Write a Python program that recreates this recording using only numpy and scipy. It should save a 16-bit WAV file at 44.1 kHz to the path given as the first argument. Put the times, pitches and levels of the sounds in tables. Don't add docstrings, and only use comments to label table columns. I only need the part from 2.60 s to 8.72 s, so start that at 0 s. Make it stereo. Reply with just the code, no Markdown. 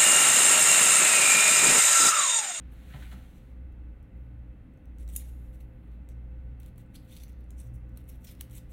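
import sys
import numpy as np
from scipy import signal
from scipy.fft import rfft, irfft
from scipy.io import wavfile

SR = 44100
rng = np.random.default_rng(int(sys.argv[2]) if len(sys.argv) > 2 else 0)


def output_pcm(signal):
    pcm = np.clip(np.atleast_2d(signal).T, -1, 1) * 32767
    wavfile.write(sys.argv[1], SR, np.round(pcm).astype(np.int16))


N = 269892
TIME = np.arange(N) / SR
FREQS = np.arange(N // 2 + 1) * SR / N
SIDES = np.array([[.5], [-.5]])


def from_db(db):
    return 10 ** (np.asarray(db) / 20)


def unit_rms(x):
    return x / np.sqrt(np.mean(x ** 2) + 1e-20)


def at_hz(points, hz):
    freqs, values = np.transpose(points)
    return np.interp(np.log(hz + 0.00092), np.log(freqs), values)


def drift(rate_hz):
    return unit_rms(irfft(rfft(rng.standard_normal(N)) / (1 + (FREQS / rate_hz) ** 2), N))


def colour(x, spectrum):
    roll_off = np.clip(FREQS / spectrum[0][0], .01, 1) ** 2
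    gain = unit_rms(from_db(at_hz(spectrum, FREQS)) * roll_off)
    cepstrum = irfft(np.log(gain), N)
    cepstrum[1:N // 2] *= 2
    cepstrum[N // 2 + 1:] = 0
    return irfft(rfft(x) * np.exp(rfft(cepstrum)), N)


def resonance(x, hz, width_hz):
    return signal.lfilter(*signal.iirpeak(hz, hz / width_hz, fs=SR), x + 1e-18)


def narrowband(x, hz, width_hz):
    return np.sqrt(SR / (np.pi * width_hz)) * resonance(x, hz, width_hz)


def passband(x, hz, kind, order=2):
    return signal.sosfilt(signal.butter(order, hz, kind, fs=SR, output="sos"), x + 1e-18)


def friction(slips_per_s, grain, flutter_db):
    large_slips = unit_rms((rng.random(N) < slips_per_s / SR) * rng.standard_normal(N))
    grip_db = flutter_db * (drift(37) + drift(300))
    return unit_rms((rng.standard_normal(N) + grain * large_slips) * from_db(grip_db))


def burst(start, decay_s):
    envelope = (TIME >= start) * np.exp(-np.clip((TIME - start) / decay_s, 0, 40))
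    return envelope * rng.choice([-1, 1], N)


def short_bursts(rows):
    noise = np.zeros(N)
    for start, db, decay_s in rows:
        at = round(start * SR)
        age = TIME[:min(SR // 40, N - at)]
        noise[at:at + len(age)] += from_db(db) * np.exp(-age / decay_s) * rng.choice([-1, 1], len(age))
    return noise


# frequency in Hz, coherence between the ports from 0 to 1.
COHERENCE = [(50, 0.3), (90, 0.5), (140, 0.6), (230, 0.4), (420, 0.2), (550, 0.89), (950, 1), (1400, 0.5),
             (2100, 0.64), (4600, 0.4), (7000, 1), (10500, 0.7), (12500, 1)]

def diffuse(pair):
    coherence = np.clip(at_hz(COHERENCE, FREQS), 0, 1)
    mid, side = rfft(pair)
    return irfft(np.sqrt((1 + coherence) / 2) * mid + np.sqrt((1 - coherence) / 2) * side * [[1], [-1]], N)


# frequency in Hz, reverberation time in seconds.
TAIL_T60 = [(300, 0.5), (3000, 1.18), (9000, 0.76), (16000, 2.5)]
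# frequency in Hz, relative level of the tail in dB.
TAIL_SPECTRUM = [(400, 11.5), (2500, 1.5), (6000, -15), (11000, -12.5), (15000, -16.5)]

def room(x, early_db=-11, early_t60=0.17, tail_db=-16, gap_s=0.0025):
    age = TIME[:SR * 3 // 4]
    onset = np.clip(age / gap_s - 1, 0, 1)
    early = rng.standard_normal((2, len(age))) * onset * 1000 ** (-age / early_t60)
    tail = 0
    edges_hz = [100, 1500, 4000, 7000, 10000, 13000, 18000]
    for low, high in zip(edges_hz, edges_hz[1:]):
        noise = passband(rng.standard_normal((2, len(age))), [low, high], "band")
        hz = np.sqrt(low * high)
        decay = 1000 ** (-age / at_hz(TAIL_T60, hz))
        tail += from_db(at_hz(TAIL_SPECTRUM, hz)) * noise * onset * decay
    response = (from_db(early_db) * unit_rms(early) + from_db(tail_db) * unit_rms(tail)) / np.sqrt(len(age))
    return diffuse(signal.fftconvolve(x[None], response, axes=1)[:, :N])


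# frequency in Hz, relative spectral density in dB.
AIR_SPECTRUM = [(27, 0), (38, 6), (75, 5.5), (95, -3.5), (140, -5.5), (250, -10), (350, -20), (550, -19.5),
                (850, -23.5), (1400, -32), (2400, -41.5), (3500, -46.5), (5000, -52.5), (15000, -58)]
# resonance frequency in Hz, bandwidth in Hz, lift in dB.
HOUSING_MODES = [(299, 18, 5), (359, 12, 1), (811, 110, 2.5), (1160, 45, 2), (2056, 290, 7.5),
                 (2640, 84, 10), (3150, 170, 3)]

def fan_air(level_db=-47.5):
    rush = colour(rng.standard_normal((2, N)), AIR_SPECTRUM)
    for hz, width_hz, lift_db in HOUSING_MODES:
        rush += (from_db(lift_db) - 1) * resonance(rush, hz, width_hz)
    return from_db(level_db) * diffuse(rush)


def wavering(hz, depth):
    phase = 2 * np.pi * (hz * TIME + rng.random())
    return (1 + depth * drift(5.7)) * np.sin(phase) + depth * drift(8.8) * np.cos(phase)


# time in seconds, relative level of the fundamental in dB.
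HUM_LEVELS = [(0.0, -45), (0.07, -45), (0.31, -43), (0.38, -40), (0.59, -42), (0.65, -50.5), (0.87, -49),
              (0.9, -40.5), (1.29, -42.5), (1.53, -54), (1.6, -43.5), (1.76, -39), (1.92, -42), (2.15, -52),
              (2.42, -36), (2.8, -43.5), (3.2, -49), (3.29, -41), (3.6, -38.5), (3.94, -41), (4.0, -47.5),
              (4.42, -51), (4.81, -44), (5.45, -45.5), (5.74, -52), (6.12, -44)]
# time in seconds, left minus right level in dB before centring and scaling.
HUM_BALANCE = [(0.0, -7), (0.17, 3.5), (0.56, -15.5), (0.87, 3), (1.33, -20.5), (1.4, -7), (2.64, -5),
               (2.91, -19.5), (3.17, -2), (3.97, -16), (4.45, 4.5), (5.52, -21.5), (5.88, 11), (6.12, -6.5)]
# time in seconds, relative level of the second harmonic in dB.
OCTAVE_LEVELS = [(0.0, -66), (0.44, -55.5), (1.96, -58), (2.01, -66.5), (2.9, -52), (2.98, -69),
                 (3.05, -52.5), (4.96, -60), (5.08, -48), (5.78, -61.5), (5.86, -51.5), (6.12, -60)]
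# frequency of a weaker tone in Hz, relative level in dB.
MOTOR_TONES = [(177.6, -62.5), (254, -66), (297, -68), (319, -65.5), (379, -78.5), (403.7, -69), (575, -78),
               (1497, -83), (2286, -102.5)]

def fan_motor(hum_hz=59.33, whine_hz=516.4):
    phase = 2 * np.pi * hum_hz * TIME + 0.94 * drift(2.3)
    hum_db = np.interp(TIME, *np.transpose(HUM_LEVELS)) + 0.33 + 0.5 * drift(7.9)
    sway_db = np.interp(TIME, *np.transpose(HUM_BALANCE))
    balance_db = 0.83 * (sway_db - sway_db.mean()) - 0.3
    pan = from_db(balance_db * SIDES) / np.cosh(np.log(from_db(balance_db)) / 2)
    hum = pan * from_db(hum_db) * np.sin(phase + 0.64 * drift(0.73) * SIDES)
    octave_db = np.interp(TIME, *np.transpose(OCTAVE_LEVELS)) - 0.5
    octave = from_db(octave_db) * wavering(2 * hum_hz, depth=0.49)
    tones = sum(from_db(db - 4) * wavering(hz, depth=0.57) for hz, db in MOTOR_TONES)
    whine = from_db(-66) * wavering(whine_hz, depth=0.5)
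    whine_rush = from_db(-68) * unit_rms(resonance(rng.standard_normal(N), whine_hz, width_hz=30))
    return np.sqrt(2) * (hum + octave + tones + whine) + whine_rush


# start in seconds, envelope peak in dB, frequency in Hz.
TABLE_BUMPS = [(0.341, -38, 137.2), (0.528, -47.5, 188)]

def table_bumps(swell_s=0.013):
    bumps = np.zeros(N)
    for start, db, hz in TABLE_BUMPS:
        age = np.maximum(TIME - start, 0)
        rise = age / swell_s
        envelope = rise * np.exp(1 - rise) * (rise < 20)
        bumps += from_db(db) * envelope * np.sin(2 * np.pi * hz * age)
    return bumps


# start in seconds, level in dB, centre frequency in Hz.
SLEEVE_FOLDS = [(.303, -55.5, 1710), (.323, -52.5, 1500), (0.336, -53, 3560), (0.338, -44.5, 880),
                (0.344, -47, 720), (0.345, -50.5, 238), (0.346, -59, 1970), (0.36, -53, 2300),
                (0.366, -51, 573), (.398, -59, 1590), (0.422, -48.5, 1640), (0.426, -54, 2340),
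                (0.436, -57, 1560), (0.446, -53.5, 2280), (0.455, -61, 2800), (0.515, -53, 1500),
                (0.522, -47, 770), (0.527, -59, 2400)]

def folds(rise_s=0.0011, settle_s=0.007, cycles=2.8):
    puffs = np.zeros(N)
    for start, db, hz in SLEEVE_FOLDS:
        flop = np.clip((TIME - start) / rise_s, 0, 1) * burst(start, settle_s + cycles / hz)
        puffs += from_db(db) * narrowband(flop, hz, width_hz=0.4 * hz)
    return passband(puffs, 3800, "low")


# frequency in Hz, relative spectral density in dB.
DRAG_SPECTRUM = [(90, 4.5), (140, 23), (220, 1), (400, -7), (800, 3), (1150, -1), (2300, -2.5),
                 (3200, -8.5), (5000, -12), (9000, -27)]
FIBRE_SPECTRUM = [(2000, -2), (5000, -2), (8000, -4.5), (11000, -8.5), (15500, -10)]

def sleeve(touch_s=0.14, full_speed_s=0.34, slowing_s=0.44, leave_s=0.9):
    before, after = np.maximum(full_speed_s - TIME, 0), np.maximum(TIME - slowing_s, 0)
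    apart = np.maximum(touch_s - TIME, 0) + np.maximum(TIME - leave_s, 0)
    drag_db = -61.5 - 9 * before - 37 * after
    flurry_db = 6.5 * np.exp(-((TIME - 0.525) / 0.019) ** 2)
    hiss_db = -63 - 49 * before - 33.5 * after - 131 * apart + flurry_db
    drag = colour(friction(slips_per_s=510, grain=0.46, flutter_db=0), DRAG_SPECTRUM)
    hiss = colour(friction(slips_per_s=1500, grain=0.1, flutter_db=0.8), FIBRE_SPECTRUM)
    return from_db(drag_db) * drag + from_db(hiss_db) * hiss + folds()


def stroke(start, length, db, swell_db=3, attack_s=0.0018, release_s=0.0045, graze_s=0.02):
    before, after = np.maximum(start - TIME, 0), np.maximum(TIME - start - length, 0)
    tension = np.clip((TIME - start) / length, 0, 1)
    grip = np.exp(-np.minimum(before / attack_s + after / release_s, 20))
    graze = from_db(-12.5) * np.exp(-np.minimum((before + after) / graze_s, 20))
    return from_db(db + swell_db * (tension - 1.5)) * np.maximum(grip, graze)


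def stray_strands(from_s=4.0, per_s=31, db=-60, decay_s=0.0004):
    caught = (rng.random(N) < per_s / SR) & (TIME > from_s)
    return short_bursts([(start, db, decay_s) for start in TIME[caught]])


def shifting_grip(hiss, spread_db=3):
    centres_hz = np.linspace(3000, 15000, 6)
    spectrum = rfft(hiss)
    bands = [irfft(spectrum * np.interp(FREQS, centres_hz, share), N) for share in np.eye(6)]
    return sum(band * from_db(spread_db * drift(42)) for band in bands)


# start in seconds, length in seconds, level in dB, relative pinch level in dB, tilt in dB.
HISSES = [(0.115, 0.022, -70, -20, 18), (0.746, 0.037, -67, -5, -1), (1.558, .11, -86, -11, 14),
          (2.392, 0.04, -61, -7, 0.5), (2.49, 0.0093, -56.5, -6, -2), (2.512, 0.03, -59, -10, 5),
          (2.551, 0.012, -51, -10, 10), (2.596, 0.027, -60.5, 0.5, -4), (2.642, 0.057, -64, -5.5, -3),
          (2.734, 0.16, -76, -4, 3), (2.93, 0.027, -67.5, -5, 1.5), (3.005, 0.0037, -56, -5, 5),
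          (3.229, 0.13, -81, 3, 8), (3.493, 0.027, -69.5, -3.5, -2), (4.003, 0.086, -69, -1.5, 6),
          (4.177, 0.038, -65, -5, 5), (4.341, 0.014, -58, -2.5, 6), (4.377, 0.16, -74, -0.5, 6),
          (4.475, 0.012, -70, -1, 2), (4.506, 0.033, -61.5, -7, -1), (4.535, 0.109, -60, -7, -1),
          (4.685, 0.018, -64, -7, 8), (4.977, 0.009, -64.5, -10, 1), (4.985, 0.031, -58, -6.5, -2),
          (5.031, 0.047, -66, -9.5, 5), (5.139, 0.021, -65, -18.5, 4), (5.358, 0.056, -69, -2.5, 4),
          (5.487, 0.014, -52, -10.5, 3), (5.511, 0.047, -66.5, -4, 4), (5.644, 0.006, -46, -11.5, 3),
          (5.678, 0.021, -55.5, -4, 5), (5.707, 0.016, -55.5, -5, 8), (5.803, 0.01, -50.5, -3, 4),
          (5.909, 0.0087, -56.5, -10, 4), (5.928, 0.057, -52.5, -8.5, 7), (6.096, 0.023, -61, -10, 5)]
# start in seconds, relative level in dB.
NAIL_TICKS = [(1.1234, -57.5), (1.4285, -55.5), (2.138, -59), (2.174, -59), (2.256, -51.5), (2.3846, -44),
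              (2.431, -49), (2.478, -41), (2.4887, -41), (2.4932, -51), (2.4995, -46), (2.536, -41.5),
              (3.317, -58.5), (3.489, -42.5), (4.0005, -42), (4.005, -48), (4.032, -43.5), (4.0615, -43.5),
              (4.159, -58), (4.356, -47), (4.6365, -44), (4.6809, -44.5), (4.6926, -53), (4.7215, -52),
              (4.73, -55), (4.807, -52), (4.841, -58), (4.906, -40), (5.074, -57), (5.293, -56),
              (5.404, -54), (5.441, -56), (5.4797, -49), (5.499, -50), (5.751, -49), (5.898, -46),
              (5.911, -42), (5.944, -50), (5.975, -41), (5.981, -37)]
# frequency in Hz, relative spectral density in dB.
RUB_SPECTRUM = [(2500, -20.5), (4200, -3.5), (5000, 4.5), (5700, 12), (6700, 4.5), (7900, 6), (9500, 3),
                (12000, 0.5), (13400, 1.5), (15500, -2)]
PINCH_SPECTRUM = [(1000, -10), (1600, -15.5), (2100, -1.5), (2700, -5), (3400, -3), (4600, -4),
                  (7000, -30.5)]

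def fingers(tilt_hz=10500, tick_decay_s=0.0015):
    dull, bright, pinch = np.zeros((3, N))
    for start, length, db, pinch_db, tilt_db in HISSES:
        envelope = stroke(start, length, db)
        dull += from_db(-tilt_db / 2) * envelope
        bright += from_db(tilt_db / 2) * envelope
        pinch += from_db(pinch_db) * envelope
    slips = friction(slips_per_s=450, grain=0.49, flutter_db=0.34)
    ticks = short_bursts([(start, db, tick_decay_s) for start, db in NAIL_TICKS]) + stray_strands()
    tilted = passband(dull * slips, tilt_hz, "low", order=3)
    tilted += passband(bright * slips, tilt_hz, "high", order=3)
    hiss = shifting_grip(colour(tilted + from_db(-8) * ticks, RUB_SPECTRUM))
    body = colour(pinch * slips + from_db(-16) * ticks, PINCH_SPECTRUM)
    return hiss + body


# start in seconds, length in seconds, level in dB, centre frequency in Hz.
STRAND_PULLS = [(2.397, 0.027, -70, 7900), (2.489, .011, -55.5, 8100), (2.525, 0.016, -53, 8700),
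                (4.981, 0.022, -58, 8350), (5.487, .014, -65, 9100), (5.67, .028, -51, 5160),
                (5.947, 0.032, -50.5, 8040)]

def strand_zips(width_hz=900):
    slips = friction(slips_per_s=1200, grain=0.4, flutter_db=3.5)
    return sum(narrowband(stroke(start, length, db) * slips, hz, width_hz)
               for start, length, db, hz in STRAND_PULLS)


# start in seconds, level in dB, rise time in seconds.
BAND_JERKS = [(4.343, -63, .004), (4.353, -54, 0.0035), (4.495, -58, .004), (4.511, -55, .003),
              (4.524, -56, .003), (4.534, -58, 0.0054), (4.551, -58, 0.0022), (4.564, -53, 0.0017),
              (4.571, -54, .002), (4.5836, -53.5, .0016), (4.598, -57, 0.0035), (4.6175, -57.5, 0.0027),
              (4.633, -51, 0.0022)]
# frequency in Hz, bandwidth in Hz, gain in dB.
RASP_MODES = [(3600, 290, -11.5), (4770, 780, -4.5), (5950, 410, -9), (7730, 580, -12.5), (10550, 780, -11),
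              (13500, 700, -15)]

def band_rasp(spread_db=5):
    shares_db = spread_db * rng.standard_normal((len(BAND_JERKS), len(RASP_MODES), 1))
    forces = np.zeros((len(RASP_MODES), N))
    age = TIME[:SR // 20]
    for (start, db, rise_s), share_db in zip(BAND_JERKS, shares_db):
        at = round(start * SR)
        forces[:, at:at + len(age)] += from_db(db + share_db) * age / rise_s * np.exp(1 - age / rise_s)
    slips = friction(slips_per_s=900, grain=0.56, flutter_db=2)
    return sum(from_db(db) * narrowband(force * slips, hz, width_hz)
               for force, (hz, width_hz, db) in zip(forces, RASP_MODES))


# start in seconds, relative level in dB, decay time in seconds.
BAND_FLICKS = [(4.1803, -50.5, 0.0015), (5.3733, -45, 0.0025), (5.811, -34.5, 0.0014)]
# frequency in Hz, relative spectral density in dB.
FLICK_SPECTRUM = [(500, -6), (1150, 2), (1800, -17), (2400, -6.5), (3200, -12), (4300, -3), (5400, 2.5),
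                  (7000, -5), (8600, -2), (11300, 1), (12800, -3), (15500, 3.5)]
# frequency in Hz, bandwidth in Hz, gain in dB.
SLAP_MODES = [(1130, 300, -6), (3150, 700, -3), (5300, 640, 1.5), (6450, 510, 0.5), (8500, 880, 1),
              (10100, 760, 2), (11300, 1000, 1.5), (13700, 600, -2), (15300, 800, -2)]

def band_flicks(slap_s=5.8103):
    impulse = from_db(-10) * signal.unit_impulse(N, round(slap_s * SR))
    slap = sum((-1) ** k * from_db(db) * resonance(impulse, hz, width_hz)
               for k, (hz, width_hz, db) in enumerate(SLAP_MODES))
    return slap + from_db(4.5) * colour(short_bursts(BAND_FLICKS), FLICK_SPECTRUM)


# frequency in Hz, level in dB, time to fall 60 dB in seconds.
STEEL_MODES = [(3910, -54.5, .04), (6970, -45.5, .012), (7460, -60.5, 0.17), (8260, -64.5, .25),
               (8460, -37.5, 0.02), (8963, -57.5, .21), (9302, -53, .16), (10110, -26.5, 0.013),
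               (10120, -52, .24), (10200, -52, .2), (10900, -51, .18), (11620, -35.5, 0.01),
               (11770, -55, 0.2), (12190, -59.5, .15), (12400, -59, 0.18), (12960, -61.5, .18),
               (13830, -44, 0.021), (15300, -45.5, .015)]
# frequency in Hz, relative spectral density in dB.
SHIMMER_SPECTRUM = [(5500, 2.5), (7200, 1.5), (9500, 7.5), (12500, 3.5), (15500, -2)]
# start in seconds, relative level in dB, decay time in seconds.
SNAP_BURSTS = [(2.5523, -43, .0007), (2.5543, -43, .0008), (2.5617, -34.5, .0006), (2.5622, -27.5, 0.0004),
               (2.5628, -26, 0.00034), (2.5635, -30.5, 0.0006), (2.5643, -25, 0.0004),
               (2.5654, -25.5, 0.00023), (2.566, -32, .0015), (2.5755, -42, .0004), (2.6082, -48, .0008)]
# frequency in Hz, relative spectral density in dB.
CRACK_SPECTRUM = [(2200, -27.5), (2700, -14), (3500, -10.5), (4200, -11.5), (5200, -9), (7000, 2),
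                  (9500, -2), (12500, -0.5), (15500, -9.5)]

def clasp(shut_s=2.5624):
    age = np.maximum(TIME - round(shut_s * SR) / SR, 0)
    ring = sum(from_db(db) * 1000 ** (-age / t60) * np.sin(2 * np.pi * hz * age)
               for hz, db, t60 in STEEL_MODES)
    shimmer = from_db(-65) * colour(burst(shut_s, decay_s=0.11), SHIMMER_SPECTRUM)
    crack = from_db(3) * colour(short_bursts(SNAP_BURSTS), CRACK_SPECTRUM)
    return crack + shimmer, ring


def scene():
    rub = fingers() + band_rasp() + strand_zips()
    snap, ring = clasp()
    flicks, cloth = band_flicks(), sleeve()
    direct = rub + snap + ring + flicks + from_db(1.5) * cloth + table_bumps()
    reflected = room(from_db(2.5) * rub + from_db(3.5) * snap + from_db(-2) * (ring + flicks)
                     + from_db(7) * cloth)
    return direct + reflected + fan_motor() + fan_air()


# frequency in Hz, phase lead of the left port in radians.
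PORT_LEAD = [(60, -1.3), (120, -.4), (220, -.2), (350, 2.5), (750, 2.2), (1150, 2.4), (1600, -.4),
             (3900, -.5), (4700, -2.8), (5800, -3.95), (8300, -4.5), (12300, -6), (15500, -6.65)]
# frequency in Hz, left minus right level in dB.
PORT_LEVELS = [(60, -6), (120, -3), (220, -10), (400, -5), (1300, 0.5), (2400, 0), (15000, 0)]

def record(dry, cutoff_hz=15900):
    gain = from_db(SIDES * at_hz(PORT_LEVELS, FREQS))
    phase = SIDES * at_hz(PORT_LEAD, FREQS)
    heard = irfft(rfft(dry) * gain * np.exp(1j * phase), N)
    return signal.sosfilt(signal.ellip(10, .2, 80, cutoff_hz, fs=SR, output="sos"), heard)


dry = scene()
out = record(dry)
output_pcm(out)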